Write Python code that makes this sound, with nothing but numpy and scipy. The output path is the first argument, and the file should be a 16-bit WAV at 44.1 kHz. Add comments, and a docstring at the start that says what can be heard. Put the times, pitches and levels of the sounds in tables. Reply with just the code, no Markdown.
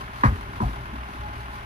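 """An eight-cylinder diesel pickup creeps at idle a few metres from a phone, outdoors.
From the start the exhaust drones (wavering sines over low noise) and each firing clatters (noise bursts
over steady hiss). A loose part knocks twice per engine cycle (short damped sines). Then the trailer hitch
clunks twice, each a pair of contacts (ringing steel modes, rattle, sizzle). Each clunk booms through the
truck bed (low damped sines), echoes off the yard and leaves the trailer shuddering (low noise). Near
0.93 s the bed gives a soft third bump."""
import sys
import numpy as np
from scipy import signal
from scipy.fft import rfft, irfft, next_fast_len
from scipy.io import wavfile
from scipy.ndimage import map_coordinates

SR = 44100
rng = np.random.default_rng(int(sys.argv[2]) if len(sys.argv) > 2 else 0)


def to_wav(sig):
    """Store sig (one row per channel, or 1-D mono) as 16-bit WAV at the path in sys.argv[1].

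    Samples outside -1..1 are clipped; the rate is SR.
    """
    pcm = np.clip(np.atleast_2d(sig), -1, 1) * 32767
    pcm = np.round(pcm).astype(np.int16)
    wavfile.write(sys.argv[1], SR, pcm.T)  # frames by channels


def volts_from_db(level):
    """Convert decibel levels to linear amplitude ratios."""
    exponent = np.asarray(level, float) / 20
    return 10 ** exponent


N = 72765  # samples, 1.65 s
CYCLE_HZ = 5.005  # engine cycles a second, each two crank turns


def unit(x):
    """Scale to rms 1."""
    return x / np.sqrt(np.mean(x ** 2) + 1e-20)


def along(points, hz):
    """Read a curve of (Hz, value) points on a log frequency axis."""
    f, v = np.transpose(points)
    return np.interp(np.log(hz + 1), np.log(f + 1), v)


def wobble(rate):
    """A smooth random curve with rate knots a second."""
    return map_coordinates(rng.standard_normal(100), [np.arange(N) * rate / SR])


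def filtered(x, response):
    """Multiply the spectrum of x by a complex response of frequency."""
    size = next_fast_len(N + SR // 2)
    hz = np.fft.rfftfreq(size, 1 / SR)
    return irfft(rfft(x, size) * response(hz), size)[..., :N]


def noise(spectrum):
    """Two unrelated noises of one colour, rms 1."""
    return unit(filtered(rng.standard_normal((2, N)), lambda hz: volts_from_db(along(spectrum, hz))))


def firm(sound):
    """A pair whose second half is silent: a tone or ring reaches both ports alike."""
    return np.stack([sound, np.zeros_like(sound)])


def add(track, s, sound):
    """Mix a sound into a track from s seconds on."""
    part = track[..., max(round(s * SR), 0):][..., :sound.shape[-1]]
    part += sound[..., :part.shape[-1]]


def dying(t60, rise):
    """Half a second of times, and an envelope that rises and then decays."""
    t = np.arange(SR // 2) / SR
    return t, volts_from_db(-60 * t / t60) * (1 - np.exp(-t / rise))


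# exhaust tones [f/Hz, level/dB rms before wavering, waver/dB]
EXHAUST_TONES = [(40.1, -49, 2), (94.8, -50, 3), (120.2, -50, 2.5), (200.3, -58, 3), (400.4, -59, 1.2)]
# swell of the drone and the whine [t/s, drone level/dB rms, whine level/dB rms before wavering]
DRONE_SWELL = [(0, -39.5, -59), (.13, -44.5, -57), (.4, -45, -55), (.8, -40.5, -51), (.88, -42, -54),
               (1.0, -32, -52), (1.11, -45, -55), (1.22, -34, -45), (1.32, -41, -50.5), (1.45, -36, -50),
               (1.65, -45.5, -50)]
# colour of the exhaust rumble [f/Hz, relative level/dB per Hz]
RUMBLE_COLOUR = [(12, -66), (20, -6), (70, -8), (122, -4.5), (167, -15), (248, -14), (349, -19.5),
                 (397, -14.5), (499, -35), (600, -16.5), (780, -65), (1320, -120)]


def exhaust():
    """Gas pulses sound as wavering tones, a swelling drone and a faint whine over a low rumble."""
    drone_hz, whine_hz = 61, 837.4
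    rumble_db, rumble_waver_db = -43.5, 1.8
    t = np.arange(N) / SR

    def tone(hz, db, blur):  # blur: phase wander in radians
        phase = 2 * np.pi * (hz * t + rng.random()) + blur * wobble(11.6)
        return volts_from_db(db) * np.sqrt(2) * np.sin(phase)

    s, drone_db, whine_db = np.transpose(DRONE_SWELL)
    tones = sum(tone(hz, db + waver_db * wobble(9), 0.71) for hz, db, waver_db in EXHAUST_TONES)
    drone = tone(drone_hz, np.interp(t, s, drone_db), 0.11)
    whine = tone(whine_hz, np.interp(t, s, whine_db) + 4.6 * wobble(25.45), 1.04)
    rumble = volts_from_db(rumble_db + rumble_waver_db * wobble(13.66)) * noise(RUMBLE_COLOUR)
    return firm(tones + drone + whine) + rumble


# how hard each cylinder strikes, in firing order [level/dB before scatter]
CYLINDER_LEVELS = [3.4, 0.24, 1.3, -1.2, -4.3, 2.3, 4.3, -1.7]
# colour of the broad clatter [f/Hz, relative level/dB per Hz]
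CLATTER_COLOUR = [(250, -45), (420, -9.5), (510, -16), (620, -7), (900, -0.5), (1100, -0.5), (1500, 0.5),
                  (2100, -8.5), (2900, -11), (4200, -19.5), (6000, -25.5), (7300, -31), (8000, -34.5),
                  (8700, -29.5), (10000, -28), (11300, -29), (13000, -35), (14000, -28), (14700, -39),
                  (15100, -54), (16000, -100)]
# gain of the clatter above 3.5 kHz, before its flicker [t/s, level/dB]
TREBLE_GAIN = [(0, 1.6), (.45, 1.4), (.8, -0.1), (1.65, -0.2)]
# resonances of the engine block [f/Hz, bandwidth/Hz, relative level/dB]
BLOCK_MODES = [(697, 32, -8.5), (823, 30, -4), (1014, 45, -5), (1061, 35, 3.5), (1180, 37, -5),
               (1408, 27, -3), (1663, 110, -9.5), (2080, 86, -7)]


def clatter():
    """Each firing sets off a dying noise burst, broad and through the block's modes, over steady hiss."""
    first_firing_s, jitter_s, scatter_db = 0.0072, 0.0016, 2.2
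    burst_t60_s, burst_rise_s, steady_share = 0.051, 0.001, 0.75
    broad_db, block_db, flicker_db = -40, -45.5, 1.47

    firing = np.arange(int(N / SR * CYCLE_HZ * 8) + 1)
    chance = rng.standard_normal((len(firing), 2))
    at = first_firing_s + firing / CYCLE_HZ / 8 + jitter_s * chance[:, 0]
    strength_db = np.resize(CYLINDER_LEVELS, len(firing)) + scatter_db * chance[:, 1]
    blows = np.bincount((np.abs(at) * SR).astype(int), volts_from_db(strength_db), N + SR)

    t = np.arange(SR // 10) / SR
    burst = volts_from_db(-60 * t / burst_t60_s) * (1 - np.exp(-t / burst_rise_s))
    bursts = unit(signal.fftconvolve(blows, burst)[:N])
    envelope = steady_share + (1 - steady_share) * bursts
    excite = envelope * rng.standard_normal((2, 2, N))

    broad = unit(filtered(excite[0], lambda hz: volts_from_db(along(CLATTER_COLOUR, hz))))
    treble = filtered(broad, lambda hz: hz > 3500)
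    treble_db = np.interp(np.arange(N) / SR, *np.transpose(TREBLE_GAIN)) + flicker_db * wobble(15.6)
    broad = broad + treble * (volts_from_db(treble_db) - 1)

    def block_response(f):
        modes = sum(volts_from_db(db) * 1j * f * width / (centre ** 2 - f ** 2 + 1j * f * width)
                    for centre, width, db in BLOCK_MODES)
        return modes * np.exp(-f / 3000)

    block = unit(filtered(excite[1], block_response))
    return volts_from_db(broad_db) * broad + volts_from_db(block_db) * block


# the knocks of one cycle [t/s into the cycle, level/dB before scatter]
KNOCK_TIMES = [(.092, -30.5), (0.149, -33.5)]
# modes of the loose part [f/Hz, relative level/dB before scatter, t60/s]
LOOSE_PART_MODES = [(200, 4.5, 0.033), (247.2, 0.5, 0.059), (302.6, -7.5, 0.077)]


def knocks():
    """A loose part is struck at the same two points of each cycle and rings dull and hollow."""
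    scatter_db, rise_s = 1.3, 0.0052
    out = np.zeros(N)
    t = np.arange(SR // 8) / SR
    for cycle in range(9):
        for s, db in KNOCK_TIMES:
            chance_db = scatter_db * rng.standard_normal(4)  # the whole knock, then its modes at half
            ring = sum(volts_from_db(level + chance_db[m + 1] / 2 - 60 * t / t60) * np.sin(2 * np.pi * hz * t)
                       for m, (hz, level, t60) in enumerate(LOOSE_PART_MODES))
            knock = volts_from_db(db + chance_db[0]) * ring * (1 - np.exp(-t / rise_s))
            add(out, s + cycle / CYCLE_HZ, knock)
    return out


# hitch contacts [t/s, steel level/dB, centre of the struck pitch f/Hz, narrowness/dB per octave squared,
# sizzle level/dB before its envelope]
HITCH_CONTACTS = [(.2345, -8, 1270, 5.5, -36), (.257, -17, 1220, 3.5, -55), (.602, -19, 1180, 31, -43),
                  (0.62, -13.5, 735, 74, -44)]
# steel modes of the hitch [f/Hz, relative level/dB, t60/s]
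STEEL_MODES = [(551.4, -8, 0.12), (662, -10, 0.055), (735, -13.5, 0.069), (959, -7.5, 0.064),
               (1043, -7, 0.069), (1000, 3, 0.046), (1103, -6, 0.071), (1208, -23, 0.059),
               (1248, -6.5, 0.12), (1500, -31, 0.066), (1651, -2.5, 0.061), (1905, -12.5, 0.073),
               (1962, -13, 0.064), (2470, -28, 0.051)]
# colour of the rattle before the strike shapes it [f/Hz, relative level/dB per Hz]
RATTLE_COLOUR = [(150, -30), (300, 0), (600, 0.5), (1100, 6.5), (2200, -6.5), (3000, -13), (5000, -8)]
# colour of the sizzle [f/Hz, relative level/dB per Hz]
SIZZLE_COLOUR = [(2000, -27), (3200, 1), (4800, 1.5), (6500, -4), (8000, -10), (9500, -2.5), (11500, -4),
                 (13300, -18), (13900, -43)]


def hitch():
    """Each contact rings the steel modes near where it is struck, with a rattle and a fine sizzle."""
    steel_rise_s = 0.0019
    rattle_db, rattle_t60_s, rattle_rise_s = -3.5, 0.15, 0.0011
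    sizzle_t60_s, sizzle_rise_s = 0.12, 0.015
    out = np.zeros((2, N))
    for s, steel_db, struck_hz, narrow_db, sizzle_db in HITCH_CONTACTS:

        def struck_db(hz):
            return steel_db - narrow_db * np.log2((hz + 1) / struck_hz) ** 2

        for hz, db, t60 in STEEL_MODES:
            t, shape = dying(t60, steel_rise_s)
            add(out, s, firm(volts_from_db(db + struck_db(hz)) * shape * np.sin(2 * np.pi * hz * t)))
        rattle = filtered(noise(RATTLE_COLOUR), lambda hz: volts_from_db(rattle_db + struck_db(hz)))[:, :SR // 2]
        add(out, s, rattle * dying(rattle_t60_s, rattle_rise_s)[1])
        sizzle = volts_from_db(sizzle_db) * noise(SIZZLE_COLOUR)[:, :SR // 2]
        add(out, s, sizzle * dying(sizzle_t60_s, sizzle_rise_s)[1])
    return out


# low damped swings of the bed and frame: after the two clunks, and in a soft third bump near 0.93 s
# [t/s, level/dB, f/Hz, rise/s, t60/s]
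BED_SWINGS = [(0.2354, -10.5, 268.2, 0.0065, 0.093), (0.2386, -18.5, 211.7, 0.0032, 0.21),
              (0.2376, -24.5, 398, 0.0021, .14), (0.251, -2, 118.3, .006, .1),
              (0.2774, -4, 61, 0.0036, 0.1), (0.3169, -12.5, 86.7, 0.0078, 0.13),
              (.3715, -20.5, 54, 0.012, 0.24), (0.6039, -18.5, 218.7, 0.0036, 0.16),
              (.604, -25, 373, 0.001, 0.095), (0.608, -31, 292.5, 0.0031, 0.22),
              (0.6258, -10, 104, 0.0022, 0.062), (0.649, -12, 54.8, 0.0079, 0.24),
              (.652, -23.5, 125.5, 0.0033, 0.26), (.735, -29, 135, 0.0073, 0.16),
              (0.928, -26.5, 223, 0.0053, 0.12), (.935, -31.5, 277.6, .01, 0.13)]


def bed():
    """The bed and frame swing low and damped after the two clunks, and in a soft bump near 0.93 s."""
    out = np.zeros(N)
    for s, db, hz, rise, t60 in BED_SWINGS:
        t, shape = dying(t60, rise)
        add(out, s, volts_from_db(db) * shape * np.sin(2 * np.pi * hz * t))
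    return out


# decay of the yard's echoes [f/Hz, t60/s]
YARD_DECAY = [(100, 0.65), (1000, 0.15), (8000, 0.25)]


def yard(x):
    """Echoes off ground and vehicles: a noise tail in which each frequency dies at its own speed."""
    hz, t, grains = signal.stft(rng.standard_normal((2, SR // 2)), SR, nperseg=256)
    decay = volts_from_db(-60 * t / along(YARD_DECAY, hz)[:, None])
    tail = signal.istft(grains * decay, SR, nperseg=256)[1]
    late = np.pad(x, (400, 0))[None]  # the echoes start 9 ms behind
    return signal.fftconvolve(late, tail / np.linalg.norm(tail[0]), axes=1)[:, :N]


# shudders, one after each clunk [t/s, level/dB before the envelope, rise/s, t60/s]
SHUDDER_TAILS = [(.245, -26, 0.015, 0.49), (.607, -28.5, 0.014, 0.43)]
# colour of the shudder [f/Hz, relative level/dB per Hz]
SHUDDER_COLOUR = [(30, -35), (70, -6.5), (150, 0), (320, -7.5), (480, -13.5), (700, -45.5)]


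def shudder():
    """The trailer body's panels shake on after each clunk in a rough low noise tail."""
    out = np.zeros((2, N))
    for s, db, rise, t60 in SHUDDER_TAILS:
        add(out, s, volts_from_db(db) * noise(SHUDDER_COLOUR)[:, :SR // 2] * dying(t60, rise)[1])
    return out


# likeness of the two ports for sounds that come as two unrelated noises [f/Hz, likeness 0 to 1]
PORT_LIKENESS = [(60, 0.97), (250, 1), (600, 0.94), (1200, 0.86), (2500, 0.2), (5000, 0.19), (9000, 0.25),
                 (13000, 1)]


def scene():
    """Mix all sources as a pair, a common part and a part that differs, and spread it to left and right."""
    clunks = hitch()
    echoes = volts_from_db(-11) * yard(clunks[0])
    pair = exhaust() + clatter() + firm(knocks() + bed()) + clunks + echoes + shudder()

    def spread(hz):
        angle = np.arccos(np.clip(along(PORT_LIKENESS, hz), 0, 1)) / 2
        return np.array([np.cos(angle), np.sin(angle)])

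    common, apart = filtered(pair, spread)
    return np.array([common + apart, common - apart])


def band_limit(x):
    """A steep low-pass at the top of the band."""
    return signal.sosfilt(signal.butter(12, 15130, fs=SR, output="sos"), x)


# phase of the left port ahead of the right [f/Hz, lead/rad], negative where the left hears later
PORT_PHASE = [(0, 0), (520, -1.4), (1550, -3), (2240, -6.0), (4390, -5.2), (5340, -10), (6120, -7.5),
              (7240, -10.5), (7580, -10.5), (8180, -10), (8960, -11), (10600, -12.5), (13300, -13.5),
              (14700, -15.5)]
# left port over right [f/Hz, level/dB]
LEFT_OVER_RIGHT = [(40, 1.8), (125, 1), (250, 2.5), (500, -2), (1000, 1.3), (2000, 1), (4000, 2.5),
                   (8000, 0.5), (12000, -0.5)]


def record(dry):
    """Two ports a little apart, the left hearing later and at its own level, both with a low cut."""
    low_cut_hz = 24.5
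    side = np.array([[0.5], [-0.5]])  # half of each difference goes to either port

    def ports(hz):
        low_cut = (1j * hz / (low_cut_hz + 1j * hz)) ** 2
        level = volts_from_db(side * along(LEFT_OVER_RIGHT, hz))
        phase = side * np.interp(hz, *np.transpose(PORT_PHASE))
        return low_cut * level * np.exp(1j * phase)

    return band_limit(filtered(dry, ports))


dry = scene()
out = record(dry)
to_wav(out)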